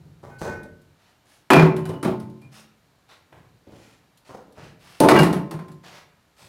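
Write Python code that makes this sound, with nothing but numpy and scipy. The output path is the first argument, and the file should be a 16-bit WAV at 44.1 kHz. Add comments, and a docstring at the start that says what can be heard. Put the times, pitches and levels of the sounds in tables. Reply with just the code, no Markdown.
"""Two armfuls of old bricks are dropped into a steel hand cart in a bare, unfinished room.
Each brick excites a decaying floor note, damped modes of panels and clay, and a spray of grit; the pile settles.
Before, between and after the throws, shaped noise gives boots that tread and scuff on dusty concrete.
Crumbs snap, sliding bricks sing and loose metal clinks; walls add diffuse reflections and the air a faint noise.
The recorder's limiter holds the crashes down."""
import sys
import numpy as np
from scipy import signal
from scipy.fft import rfft, irfft
from scipy.io import wavfile
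from scipy.ndimage import uniform_filter1d, minimum_filter1d

SR = 44100
rng = np.random.default_rng(int(sys.argv[2]) if len(sys.argv) > 2 else 0)


def persist_wave(psi):
    """Save psi, clipped to +-1, as 16-bit WAV."""
    counts = np.round(np.clip(psi, -1, 1) * 32767).astype(np.int16)
    wavfile.write(sys.argv[1], SR, np.atleast_2d(counts).T)


N = 285975
AGE = np.arange(2 ** 15) / SR  # time since the onset of one sound [s]


def from_db(db):
    """Level: converts decibels to an amplitude ratio."""
    return 10 ** (np.asarray(db) / 20)


def rms_one(x):
    """Normalization: scales a signal to unit root mean square."""
    return x / np.sqrt(np.mean(x ** 2) + 1e-20)


def at_hz(points, hz):
    """Logarithmic frequency scale: interpolates a table along it."""
    f, value = np.transpose(points)
    return np.interp(np.log(np.maximum(hz, 1)), np.log(f), value)


def noise(spectrum, uneven_db, size=len(AGE)):
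    """Random-phase synthesis: noise of a given colour with chance peaks and dips, rms 1."""
    hz = np.fft.rfftfreq(size, 1 / SR)
    peaks_hz = np.geomspace(200, 16000, 70)
    chance_db = uneven_db * np.interp(hz, peaks_hz, rng.standard_normal(len(peaks_hz)))
    magnitude = from_db(at_hz(spectrum, hz) + chance_db) * (hz > 20)
    phase = np.exp(2j * np.pi * rng.random(len(hz)))
    return rms_one(irfft(magnitude * phase, size))


def fade(t60, rise):
    """Exponential damping: a linear rise, then a loss of 60 dB in every t60 seconds."""
    return np.minimum(AGE / rise, 1) * np.exp(-np.log(1000) * AGE / t60)


def grains(spread_db, per_s):
    """Granular fracture: a stepwise random gain for a surface that breaks grain by grain."""
    gains = from_db(spread_db * rng.standard_normal(len(AGE)))
    step = (AGE * per_s).astype(int) % len(AGE)
    return rms_one(gains[step])


def add(track, s, sound):
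    """Superposition: sums a sound into a track at time s."""
    start = max(round(s * SR), 0)
    track[start:start + len(sound)] += sound[:N - start]


# Reverberation of the room: (frequency [Hz], decay time t60 [s])
ROOM_DECAY = [(70, 1.1), (150, 0.93), (400, 0.56), (1000, 0.4), (2500, 0.43), (6000, 0.18), (14000, 0.24)]


def room(x, gap, build, size=15):
    """Diffuse reverberation: dense reflections from bare walls, lows lasting longest, about as strong as x."""
    hz = np.fft.rfftfreq(len(AGE), 1 / SR)
    white = np.exp(2j * np.pi * rng.random(len(AGE) // 2 + 1))
    octave = np.round(np.log2(np.maximum(hz, 2 ** 6)))
    tail = 0
    for k in np.unique(octave):
        tail = tail + irfft(white * (octave == k)) * fade(at_hz(ROOM_DECAY, 2 ** k), build)
    # evens out the reverberation's spectrum, so that no chance peak colours the sound
    response = rfft(tail, 2 * len(AGE))
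    local_power = uniform_filter1d(np.abs(response) ** 2, size)
    even = irfft(response / np.sqrt(local_power))[:len(AGE)]
    delayed = np.pad(even, (round(abs(gap) * SR), 0))
    return signal.fftconvolve(x, delayed)[:N]


# Spectrum of the still air: (frequency [Hz], relative density [dB])
AIR_SPECTRUM = [(15, -36.5), (25, -12), (48, -3), (141, 0), (309, -7.5), (1370, -11.5), (2610, -18),
                (3620, -18.5), (12500, -29), (14800, -30), (16000, -39.5)]


def still_air():
    """Stationary noise: the steady, faint background of the building."""
    return from_db(-63) * noise(AIR_SPECTRUM, uneven_db=1.0, size=N)


# Spectrum of crushed clay: (frequency [Hz], relative density [dB])
GRIT_SPECTRUM = [(500, -12.5), (2000, -3.5), (4000, 4.5), (6500, -1), (9500, 2.5), (13000, -4),
                 (16000, -12.5)]


def crunch(rise):
    """Brittle fracture: a corner of fired clay cracks sharply, then sheds a short spray of grit."""
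    crack = fade(t60=0.028, rise=rise)
    spray = from_db(-7) * fade(t60=0.18, rise=0.006)
    return noise(GRIT_SPECTRUM, uneven_db=2) * grains(spread_db=1.0, per_s=790) * (crack + spray)


def squeal(hz, length, size=256):
    """Stick-slip friction: a sliding edge holds a wavering note, then rings off."""
    waver_share, ring_t60_s = 0.0074, 0.12
    waver = 1 + waver_share * rms_one(uniform_filter1d(rng.standard_normal(len(AGE)), size))
    after_slide = np.maximum(AGE - length, 0)
    envelope = np.minimum(AGE / 0.003, 1) * np.exp(-np.log(1000) * after_slide / ring_t60_s)
    catching = rms_one(uniform_filter1d(grains(spread_db=4.5, per_s=200), size=128))
    return np.sin(2 * np.pi * hz * np.cumsum(waver) / SR) * envelope * catching


def clink(hz, t60, rise):
    """Intermittent contact: a loose piece chatters on its support, so its ring is uneven."""
    chatter = rms_one(uniform_filter1d(grains(spread_db=3.0, per_s=180), size=128))
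    return np.sin(2 * np.pi * hz * AGE) * fade(t60, rise) * chatter


# Crumbs of mortar snapping: (time [s], level [dB])
CRUMB_SNAPS = [(0.228, -67), (0.632, -51.5), (.816, -63), (2.298, -60.5), (4.174, -55), (4.524, -60.5),
               (5.718, -54)]
# Brick edges sliding on the steel: (time [s], pitch [Hz], level [dB], length [s])
EDGE_SQUEALS = [(1.517, 2412, -18, .09), (1.529, 2595, -23.5, 0.034), (1.82, 2955, -57.5, 0.22),
                (2.415, 2412, -58, 0.053), (5.088, 1975, -23, 0.083), (5.115, 2304, -25, 0.084),
                (5.162, 1590, -20, 0.031), (5.156, 2830, -22.5, 0.067)]
# A loose piece of metal jostled underfoot: (time [s], level [dB])
METAL_JOSTLES = [(0.304, -42.5), (.42, -34), (0.473, -28.5)]
# Modes of the loose metal: (frequency [Hz], relative level [dB], decay time t60 [s])
METAL_MODES = [(1505.3, -3, 0.49), (1863, -17, 0.41), (2158, -17, .45), (2465, -16.5, 0.37)]


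def debris():
    """Fracture, friction and modal ringing: crumbs snap, sliding bricks sing, loose metal clinks."""
    near, far = np.zeros(N), np.zeros(N)  # near the cart; by the doorway
    for s, db in CRUMB_SNAPS:
        add(near, s, from_db(db) * crunch(rise=0.00022))
    for s, hz, db, length in EDGE_SQUEALS:
        add(near, s, from_db(db) * squeal(hz, length))
    for s, db in METAL_JOSTLES:
        for hz, mode_db, t60 in METAL_MODES:
            # the loose metal swells into its ring
            add(far, s, from_db(db + mode_db) * clink(hz, t60, rise=0.021))
    # the room answers the distant metal more strongly
    return near + far + room(from_db(-13) * near + from_db(-5) * far, gap=0.014, build=0.0036)


# Spectrum of a weight taken up, by a floor or by the cart's frame: (frequency [Hz], relative density [dB])
THUMP_SPECTRUM = [(25, -26.5), (65, -5), (140, 2), (220, -12), (400, -15), (1500, -52)]
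# Spectrum of a sole on grit, at pitch ratio 1: (frequency [Hz], relative density [dB])
SLAP_SPECTRUM = [(70, -17), (200, -1), (330, 1.5), (800, -4), (1300, -10.5), (2500, -29), (6000, -30.5),
                 (15000, -51.5)]


def tread(thump_db, slap_db, pitch, rise):
    """Impact excitation: the weight thumps, the sole slaps on grit with its spectrum scaled in pitch."""
    weight = noise(THUMP_SPECTRUM, uneven_db=2.0) * fade(t60=0.49, rise=rise)
    scaled_spectrum = [(hz * pitch, db) for hz, db in SLAP_SPECTRUM]
    slap = noise(scaled_spectrum, uneven_db=3.0) * grains(spread_db=4.0, per_s=500) * fade(t60=0.23, rise=rise)
    return from_db(thump_db) * weight + from_db(slap_db) * slap


# Spectra of rubbing on dust, low and high: (frequency [Hz], relative density [dB])
RASP_SPECTRUM = [(100, -11.5), (300, -4.5), (700, 1.5), (1700, -1), (3000, -3), (6000, -13), (15000, -35)]
HISS_SPECTRUM = [(800, -12), (2500, -6.5), (4500, 2), (7000, -1.5), (11000, -6), (16000, -15.5)]


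def scuff(length, rasp_db, hiss_db):
    """Sliding friction: a stroke catches and slips, and crushes sand as it goes."""
    stroke = np.sqrt(np.abs(np.sin(np.pi * np.minimum(AGE / length, 1))))
    catching = grains(spread_db=1.0, per_s=110)
    rasp = from_db(rasp_db) * noise(RASP_SPECTRUM, uneven_db=2.0)
    hiss = from_db(hiss_db) * noise(HISS_SPECTRUM, uneven_db=3.0)
    return stroke * catching * (rasp + hiss) * grains(spread_db=2.5, per_s=1400)


# Footfalls: (time [s], heel thump level [dB], heel slap level [dB], slap pitch ratio [1], rise [s])
FOOTFALLS = [(0.0, -47.5, -59.5, 1, 0.0028), (.229, -42.5, -40.5, 1.16, 0.0098),
             (.408, -36.5, -22, 1.05, 0.023), (3.321, -50.5, -48.5, 1.74, 0.0062),
             (3.664, -50.5, -38.5, 0.59, 0.017), (4.292, -54.5, -39.5, 1.09, .0015),
             (4.565, -45.5, -41.5, 1.1, 0.016), (6.41, -50.5, -55, 1.1, 0.023)]
# Soles and gloves rubbing on dust: (time [s], length [s], rasp level [dB], hiss level [dB])
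DUST_SCUFFS = [(0.384, 0.076, -68, -51), (0.977, 0.16, -64, -74.5), (1.251, 0.14, -62.5, -64),
               (2.517, 0.098, -52.5, -55), (3.083, 0.065, -52, -66), (3.698, 0.27, -59.5, -65.5),
               (4.248, 0.062, -55, -61.5), (4.552, 0.15, -52.5, -70), (4.791, 0.23, -54.5, -60),
               (5.831, 0.079, -47.5, -59.5), (5.907, 0.098, -47.5, -61), (6.365, 0.13, -55, -58.5)]


def boots():
    """Impact and friction: footfalls roll from heel to flat sole, scuffs rub, walls reflect both."""
    roll_s, flat_thump_db, flat_slap_db = 0.05, -1, -3.5  # heel to flat sole; flat sole against heel
    out = np.zeros(N)
    for s, thump_db, slap_db, pitch, rise in FOOTFALLS:
        add(out, s, tread(thump_db, slap_db, pitch, rise))
        add(out, s + roll_s, tread(thump_db + flat_thump_db, slap_db + flat_slap_db, pitch, rise))
    for s, length, rasp_db, hiss_db in DUST_SCUFFS:
        add(out, s, scuff(length, rasp_db, hiss_db))
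    return out + from_db(-1.5) * room(out, gap=0.005, build=0.03)


def rings(modes, spread_db, size):
    """Modal superposition: the point of contact gives each mode its own strength and sign."""
    waves = np.array([from_db(db) * np.sin(2 * np.pi * hz * AGE) * fade(t60, rise=0.0016)
                      for hz, db, t60 in modes])
    shape = size, len(modes)
    strengths = from_db(spread_db * rng.standard_normal(shape)) * rng.choice([-1, 1], shape)
    return strengths @ waves


def detuned(sound, share):
    """Time scaling: the same ringing a little higher and shorter, or lower and longer."""
    return np.interp(AGE * np.exp(share * rng.standard_normal()), AGE, sound, right=0)


FLOP_S = 0.03  # typical time for a brick to fall flat after its corner strikes


def floor_boom(hz):
    """Membrane-like drumming: the tray floor sounds its note while frame and wheels take the weight."""
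    envelope = fade(t60=0.24, rise=0.01)
    drum = np.sin(2 * np.pi * hz * AGE) * envelope
    thud = from_db(-18) * noise(THUMP_SPECTRUM, uneven_db=0.0) * fade(t60=0.22, rise=0.01)
    return drum + thud


# Spectrum of the dense panel modes: (frequency [Hz], relative density [dB])
KNOCK_SPECTRUM = [(30, -27), (70, -22), (130, -5.5), (300, 5), (700, -6.5), (1100, -11), (1700, -22.5),
                  (3000, -27.5), (8000, -46)]


def panel_knock(ring):
    """Plate vibration: under the clear modes lie many more, damped quickly by the load."""
    dense = noise(KNOCK_SPECTRUM, uneven_db=2.3) * fade(t60=0.22, rise=0.0025)
    # the shifting load detunes the tray from contact to contact
    return dense + from_db(-8.5) * detuned(ring, share=0.008)


# Spectrum of brick on brick: (frequency [Hz], relative density [dB])
CLACK_SPECTRUM = [(300, -18), (750, 4.5), (1200, 2.5), (2000, -4.5), (2700, -10.5), (3400, -14),
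                  (6000, -23.5), (15000, -48.5)]


def brick_clack(ring):
    """Solid-body impact: a short burst of noise with the brick's own modes beneath it."""
    burst = noise(CLACK_SPECTRUM, uneven_db=2.0) * fade(t60=0.15, rise=0.00091)
    return burst + from_db(-20) * ring


# Bricks striking the cart or the pile, corner first: (time [s], floor boom level [dB], boom pitch [Hz],
# panel knock, brick clack and grit at first contact [dB, each relative within its own layer])
BRICK_BLOWS = [ (1.503, -8, 151.4, -6, -1, -21), (1.532, -3.5, 164.4, -10.5, -5, -23.5),
               (1.563, -10, 163, -11.5, -12, -47), (1.594, -5, 160.2, -14, -9.5, -44.5),
               (1.764, -31.5, 146, -54, -31.5, -40.5), (1.854, -30, 101, -35, -34, -41.5),
               (1.891, -38, 173, -27, -45, -44), (2.028, -17, 186.6, -25.5, -25.5, -34.5),
               (2.046, -16, 185.5, -17, -25.5, -39), (2.198, -27.5, 128, -47, -46, -48.5),
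               (2.416, -38.5, 146, -53, -55, -57.5), (5.002, -13.5, 170, -2, -25, -17.5),
               (5.086, -11, 136, -9.5, -3, -16.5), (5.112, -7.5, 206, -6.5, -10, -44),
               (5.163, -5.5, 157, -17, -8.5, -29), (5.189, -14.5, 190.6, -17, -21.5, -22),
               (5.231, -8.5, 170.6, -20, -13.5, -26.5), (5.328, -15, 177.4, -24.5, -24.5, -33.5),
               (5.510, -20.5, 156.4, -34.5, -32, -39), (5.590, -31, 165.2, -40.5, -36.5, -56),
               (5.682, -41, 134.4, -54, -45, -56)]


def contacts(count=3):
    """Inelastic rebound: a brick rocks to rest in rows of (s, knock dB, clack dB, grit dB)."""
    shrink, scatter = 0.85, 0.11  # typical ratio of one gap to the last; its logarithmic scatter
    knock_loss, clack_loss, grit_loss = 4.5, 7.5, 16.5  # dB lost from one contact to the next
    rows = []
    for s, _, _, knock_db, clack_db, grit_db in BRICK_BLOWS:
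        for k in range(count):
            rows.append((s, knock_db - k * knock_loss, clack_db - k * clack_loss, grit_db - k * grit_loss))
            s = s + FLOP_S * shrink ** k * np.exp(scatter * rng.standard_normal())
    return rows


# Modes of the steel tray, before detuning: (frequency [Hz], relative level [dB], decay time t60 [s])
TRAY_MODES = [(132.3, -14, 1), (171, -19, 0.59), (218.3, -13, 1), (276.5, -10, 0.56), (304.8, 5.5, 0.12),
              (331, -3, 0.18), (370.6, -5, 0.79), (419.8, -11, 0.52), (475.8, -4, 0.24), (565, -19.5, 1),
              (645, -12.5, 0.25), (666.6, -7.5, 0.3), (730, -13.5, .4), (800, -16.5, .35),
              (882, -9.5, 0.47), (930, -19.5, 0.45), (966, -15, .4), (1044, -15.5, 0.71)]
# Modes of the bricks: (frequency [Hz], relative level [dB], decay time t60 [s])
BRICK_MODES = [(1580, -8.5, 0.12), (1590, -5.5, .15), (1975, -8.5, .22), (2080, -14, .2),
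               (2304, -7.5, 0.19), (2412, -7, .18), (2460, -9.5, .12), (2520, -8, 0.083)]


def bricks():
    """Coupled impact: every contact excites panels and clay; falling flat drums the tray floor."""
    panel_lag_s = 0.003  # the panels answer just after the corner crushes
    booms, clatter, hits = np.zeros(N), np.zeros(N), contacts()
    for s, boom_db, hz, *_ in BRICK_BLOWS:
        add(booms, s + FLOP_S, from_db(boom_db) * floor_boom(hz))
    tray_rings = rings(TRAY_MODES, spread_db=6.0, size=len(hits))
    brick_rings = rings(BRICK_MODES, spread_db=0.3, size=len(hits))
    for (s, knock_db, clack_db, grit_db), tray, brick in zip(hits, tray_rings, brick_rings):
        add(clatter, s + panel_lag_s, from_db(knock_db - 2.0) * panel_knock(tray))
        add(clatter, s, from_db(clack_db - 5.0) * brick_clack(brick))
        add(clatter, s, from_db(grit_db) * crunch(rise=0.001))
    sent_to_room = from_db(-8) * booms + from_db(-9.0) * clatter
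    return booms + clatter + room(sent_to_room, gap=0.007, build=0.0081)


def scene():
    """Superposition: still air, debris, boots and bricks sum to one channel."""
    return (still_air() + debris() + boots() + bricks())[None]


def limiter(x, ceiling_db, release_db_per_s, size=64):
    """Peak limiting: looks just ahead, ducks quickly for a peak and recovers steadily in decibels."""
    over = np.maximum(20 * np.log10(np.abs(x) + 1e-9) - ceiling_db, 0)
    recovery = release_db_per_s * np.arange(N) / SR
    duck = np.maximum.accumulate(over + recovery, axis=-1) - recovery
    ahead = minimum_filter1d(-duck, size)
    return x * from_db(uniform_filter1d(ahead, size))


def record(dry):
    """Band limiting and compression: deepest bass is shed, crashes are flattened, the top is cut."""
    lean = signal.sosfilt(signal.butter(2, 44, "high", fs=SR, output="sos"), dry)
    held = limiter(lean, ceiling_db=-1.3, release_db_per_s=174.5)
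    # passband edge 15900 Hz, ripple 0.1 dB, stopband 80 dB down
    return signal.sosfilt(signal.ellip(10, 0.1, 80, 15900, fs=SR, output="sos"), held)


dry = scene()
out = record(dry)
persist_wave(out)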